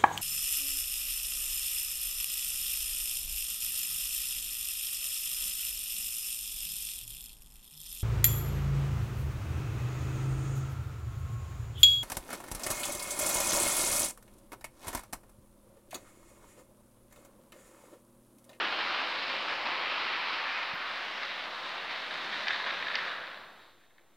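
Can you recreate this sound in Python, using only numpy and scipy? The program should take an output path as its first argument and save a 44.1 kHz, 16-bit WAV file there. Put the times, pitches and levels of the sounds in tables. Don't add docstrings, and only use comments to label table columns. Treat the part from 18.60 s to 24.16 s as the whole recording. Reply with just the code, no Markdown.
import sys
import numpy as np
from scipy import signal
from scipy.fft import rfft, irfft
from scipy.io import wavfile
from scipy.ndimage import uniform_filter1d

SR = 44100
rng = np.random.default_rng(int(sys.argv[2]) if len(sys.argv) > 2 else 0)


def transcribe(u):
    v = np.clip(np.atleast_2d(u).T, -1, 1)
    q = np.round(v * 32767).astype(np.int16)
    wavfile.write(sys.argv[1], SR, q)


N = 245195

# (time [s], gain [dB], floor rumble lift [dB], wheel hiss lift [dB])
RATTLE_ENVELOPE = [(0, -29.5, -0.5, -2.5), (.15, -33, 0.5, -0.5), (.6, -34, 0, 0.5), (1.0, -36, 3.5, 0.5),
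                   (1.3, -32.5, -1.5, -2), (1.9, -34, -5.5, -1), (2.2, -36, -3, -3.5),
                   (2.4, -37.5, -2.5, 2), (2.7, -39.5, 1.5, 2), (3.2, -39.5, 0.5, 3), (3.8, -39.5, 3.5, 5),
                   (4.2, -37, 1, 1), (4.48, -36, -1, 0), (4.6, -41.5, 2, -2), (4.85, -49, 5, -2),
                   (5.17, -63.5, 9, 4.5), (5.33, -69, 11.5, 5)]
# (time [s], step size [dB])
JOINT_SURGES = [(.18, 3.5), (.33, 2), (.69, 3), (.88, 3.5), (1.05, 4), (1.96, 2.5), (2.62, 2.5), (3.05, 2),
                (3.3, 4.5), (3.51, 2.5), (3.72, 5), (3.87, 5.5), (4.06, 5), (4.22, -1), (4.34, 1.5)]
# (frequency [Hz], relative spectral density [dB])
BEND_SPECTRUM = [(59, -60), (100, -30.5), (128, -27), (309, -10.5), (443, -12), (555, -5.5), (609, -7.5),
                 (958, -2), (1180, 0), (1620, -4), (2410, -2), (3050, -3.5), (3510, -8), (4080, -8),
                 (5020, -15), (6180, -32.5), (9000, -52.5), (11700, -82.5), (19800, -120)]
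# (frequency [Hz], relative spectral density [dB])
STRAIGHT_SPECTRUM = [(35, -70.5), (60, -42), (195, -13.5), (264, -14.5), (418, -11.5), (660, -3.5),
                     (804, -6.5), (999, -2.5), (1760, -0.5), (2780, -8), (3300, -8), (3750, -4.5),
                     (4300, -11), (4910, -18.5), (7270, -38), (11000, -51.5), (14300, -81.5), (22000, -120)]
# (time [s], ring peak [dB], crack peak [dB])
JOINT_KNOCKS = [(0.0229, -28, -40), (0.0504, -23, -28), (0.2065, -27, -31), (.4379, -30, -33),
                (.9224, -32, -37), (1.0724, -28, -33), (1.7863, -30, -38), (2.6324, -31, -34),
                (3.3538, -33, -34), (3.5094, -30, -36), (3.7289, -30, -33), (3.8696, -23, -37),
                (3.882, -27, -19), (3.9065, -22, -37), (3.9315, -25, -35), (3.9434, -28, -33),
                (4.0194, -32, -35), (4.0642, -24, -38), (4.0706, -25, -33), (4.1056, -24, -37),
                (4.2253, -26, -38), (4.2687, -26, -40), (4.2834, -26, -39), (4.3126, -27, -39),
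                (4.344, -22, -38.5), (4.354, -26, -18), (4.3879, -24, -35), (4.4534, -28, -39),
                (4.6374, -31, -43), (4.6694, -36, -41), (4.7137, -33, -47), (4.7436, -37, -42),
                (4.8339, -42, -52), (5.02, -47, -53), (5.2103, -54, -60), (5.2365, -53, -58),
                (5.3053, -56, -64), (5.3811, -49, -55)]
# (frequency [Hz], relative level [dB], 60 dB decay time [s])
BODY_MODES = [(1130, -12, 0.0098), (1727, -1.5, .018), (2000, -3, 0.0165), (2436, -8, 0.018),
              (3000, -12, 0.015), (3570, -10, .014)]
# (frequency [Hz], relative spectral density [dB])
NOISE_SPECTRUM = [(25, -16), (60, -9.5), (100, -3), (160, -7), (350, -2), (700, -4.5), (1800, -18.5),
                  (4000, -29), (6900, -22.5), (10000, -23), (15500, -22.5)]
# (frequency [Hz], side minus mid [dB])
NOISE_WIDTH = [(40, -5.5), (300, -6), (2000, -39), (6000, 5), (12000, -2.5)]
# (frequency [Hz], level [dB])
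HUM_TONES = [(101, -83), (340, -80)]

TICKS_PER_S, ROLL_DB = 3000, -3
RUMBLE_BELOW_HZ, HISS_ABOVE_HZ = 600, 3020
SURGE_RISE_S, SURGE_FALL_S, SURGE_HISS_SHARE = .0071, .08, .51
FRONT_LEAVES_S, FRONT_OUT_S, TAIL_OUT_S = 2.1, 2.3, 4.1
BEND_SHARE, TAIL_SHARE = .9, .43
POINTS_S, POINTS_TAPS = (3.86, 4.5), 45
TAP_DB, TAP_SCATTER_DB, TAP_CRACK_DB = -32, 2, -18
CRACK_HZ, CRACK_T60_S = (2500, 4800), .012
MODE_SPREAD, MODE_SCATTER_DB, CONTACT_S = .045, 3, .0005
BOUNCES, BOUNCE_GAP_S, BOUNCE_DB = 3, .004, -6
SLOW_FROM_S, SLOW_BOUNCE_DB = 5.1, -1.5
PLASTIC_CUT_HZ, MIC_PORT_HZ = 600, 5640
ROOM_T60_S, ROOM_DB = .55, -9
BUMP_S, THUMP_DB, THUMP_HZ, THUMP_T60_S, RUSTLE_DB = 2.136, -39, 170, .04, -70.5
DUCK_DB, DUCK_BELOW_DB, DUCK_WINDOW_S = 5.5, -58, .13
DUCKED_NOISE_DB, TOP_HZ, DC_OFFSET = -71, 15750, -.0006


def train_rattle():
    t = np.arange(N) / SR
    times, *columns = np.transpose(RATTLE_ENVELOPE)
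    gain_db, rumble_db, hiss_db = (np.interp(t, times, column) for column in columns)
    onsets, steps_db = np.transpose(JOINT_SURGES)
    since = np.maximum(t - onsets[:, None], 0)
    surge_db = steps_db @ (np.minimum(since / SURGE_RISE_S, 1) * np.exp(-since / SURGE_FALL_S))
    bend_share = np.interp(t, [FRONT_LEAVES_S, FRONT_OUT_S, TAIL_OUT_S], [BEND_SHARE, TAIL_SHARE, 0])
    spectra = rfft(rattle_source(bend_share)), rfft(rattle_source(bend_share))
    octave = np.log2(np.fft.rfftfreq(N, 1 / SR) + 1)
    rattle = 0
    for k, centre in enumerate(np.arange(5, 15, .5)):
        band_gain = np.sqrt(np.clip(1 - 2 * abs(octave - centre), 0, 1))
        band = irfft(spectra[k % 2] * band_gain, N)
        low = 1 / (1 + (2 ** centre / RUMBLE_BELOW_HZ) ** 4)
        high = 1 / (1 + (HISS_ABOVE_HZ / 2 ** centre) ** 4)
        surge_share = 1 - low - (1 - SURGE_HISS_SHARE) * high
        lift_db = low * rumble_db + high * hiss_db + surge_share * surge_db
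        rattle += band * undb(lift_db + 1.34 * wander(rate_hz=9))
    return rattle * undb(gain_db)


def rattle_source(bend_share):
    grind = level(colour(ticks(scatter_db=2), BEND_SPECTRUM), 0)
    chatter = level(colour(ticks(scatter_db=3), STRAIGHT_SPECTRUM), 0)
    return np.sqrt(bend_share) * grind + np.sqrt(1 - bend_share) * chatter


def ticks(scatter_db):
    chance, size, sign = rng.random((3, N))
    strength = undb(-scatter_db * np.log(1 - .995 * size))
    hits = (chance < TICKS_PER_S / SR) * strength * np.sign(sign - .5)
    return level(hits * undb(1.07 * wander(rate_hz=18)), 0) + level(rng.standard_normal(N), ROLL_DB)


def wheel_knocks():
    knocks = np.zeros(N)
    t = np.arange(SR // 20) / SR
    when, size = rng.random((POINTS_TAPS, 2)).T
    tap_db = TAP_DB + TAP_SCATTER_DB * (2 * size - 1)
    taps = zip(np.interp(when, [0, 1], POINTS_S), tap_db, tap_db + TAP_CRACK_DB)
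    for start, ring_db, crack_db in [*JOINT_KNOCKS, *taps]:
        crack = bandpass(rng.standard_normal(len(t)), CRACK_HZ) * undb(-60 * t / CRACK_T60_S)
        knocks[int(start * SR):][:len(t)] += undb(crack_db) * crack / abs(crack).max()
        bounce_db = SLOW_BOUNCE_DB if start > SLOW_FROM_S else BOUNCE_DB
        for k in range(BOUNCES + 1):
            knocks[int(start * SR):][:len(t)] += undb(ring_db + k * bounce_db) * body_ring(t)
            start += BOUNCE_GAP_S * (.5 + rng.random())
    return bandpass(knocks, [PLASTIC_CUT_HZ, MIC_PORT_HZ])


def body_ring(t):
    hz, mode_db, t60 = np.transpose(BODY_MODES)[:, :, None]
    detune, scatter = rng.standard_normal((2, len(hz), 1))
    modes = np.sin(2 * np.pi * hz * (1 + MODE_SPREAD * detune) * t)
    decay = undb(mode_db + MODE_SCATTER_DB * scatter - 60 * t / t60)
    body = np.sum(modes * decay, axis=0) * (1 - np.exp(-t / CONTACT_S))
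    return body / abs(body).max()


def room(direct):
    hop = SR // 10
    t = np.arange(SR // 2) / SR
    decay = undb(-60 * t / ROOM_T60_S) * (t > .004)
    padded, wet = np.pad(direct, (hop, 2 * hop)), np.zeros(N + SR)
    for i in range(0, N + hop, hop):
        grain = padded[i:i + 2 * hop] * np.hanning(2 * hop)
        echo = signal.fftconvolve(grain, decay * rng.standard_normal(len(t)))
        wet[i:i + len(echo)] += echo[:len(wet) - i]
    return direct + undb(ROOM_DB) * wet[hop:hop + N] / np.sqrt(np.sum(decay ** 2))


def finger_bump():
    t = np.arange(N) / SR - BUMP_S
    since = np.maximum(t, 0)
    thump = np.sin(2 * np.pi * THUMP_HZ * since) * undb(THUMP_DB - 60 * since / THUMP_T60_S)
    rustle = level(bandpass(rng.standard_normal(N), [12500, 15000], order=2), RUSTLE_DB)
    return thump + rustle * np.exp(-((t - .015) / .012) ** 2)


def noise_floor():
    mid, side = (level(colour(rng.standard_normal(N), NOISE_SPECTRUM), DUCKED_NOISE_DB) for _ in range(2))
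    t = np.arange(N) / SR
    hum = sum(undb(db + 3.2 * wander(rate_hz=10)) * np.sin(2 * np.pi * hz * t) for hz, db in HUM_TONES)
    return undb(DUCK_DB) * (mid + hum + colour(side, NOISE_WIDTH) * np.array([[1], [-1]]))


def undb(db):
    return 10 ** (np.asarray(db) / 20)


def level(x, db):
    return x * undb(db) / np.sqrt(np.mean(x ** 2))


def bandpass(x, edges_hz, order=4):
    return signal.sosfilt(signal.butter(order, edges_hz, "band", fs=SR, output="sos"), x)


def colour(x, spectrum):
    hz, db = np.transpose(spectrum)
    size = 4096
    gain_db = np.interp(np.log(np.fft.rfftfreq(size, 1 / SR) + 1), np.log(hz), db)
    cepstrum = irfft(np.log(undb(gain_db)))
    cepstrum[1:size // 2] *= 2
    cepstrum[size // 2 + 1:] = 0
    return signal.fftconvolve(x, irfft(np.exp(rfft(cepstrum))))[:N]


def wander(rate_hz):
    hold = int(SR / rate_hz)
    steps = np.repeat(rng.standard_normal(N // hold + 1), hold)
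    return 1.15 * uniform_filter1d(uniform_filter1d(steps, hold), hold)[:N]


def scene():
    toy = room(train_rattle() + wheel_knocks())
    side_echo = undb(-49) * np.roll(toy, SR // 20) * np.array([[1], [-1]])
    return toy + side_echo + finger_bump() + noise_floor()


def record(dry):
    power = uniform_filter1d(np.mean(dry ** 2, axis=0), size=int(DUCK_WINDOW_S * SR))
    level_db = 10 * np.log10(power + 1e-12)
    gain_db = -DUCK_DB / (1 + np.exp((level_db - DUCK_BELOW_DB) / 3))
    lowpass = signal.ellip(10, .2, 70, TOP_HZ, fs=SR, output="sos")
    return signal.sosfilt(lowpass, dry * undb(gain_db)) + DC_OFFSET


dry = scene()
out = record(dry)
transcribe(out)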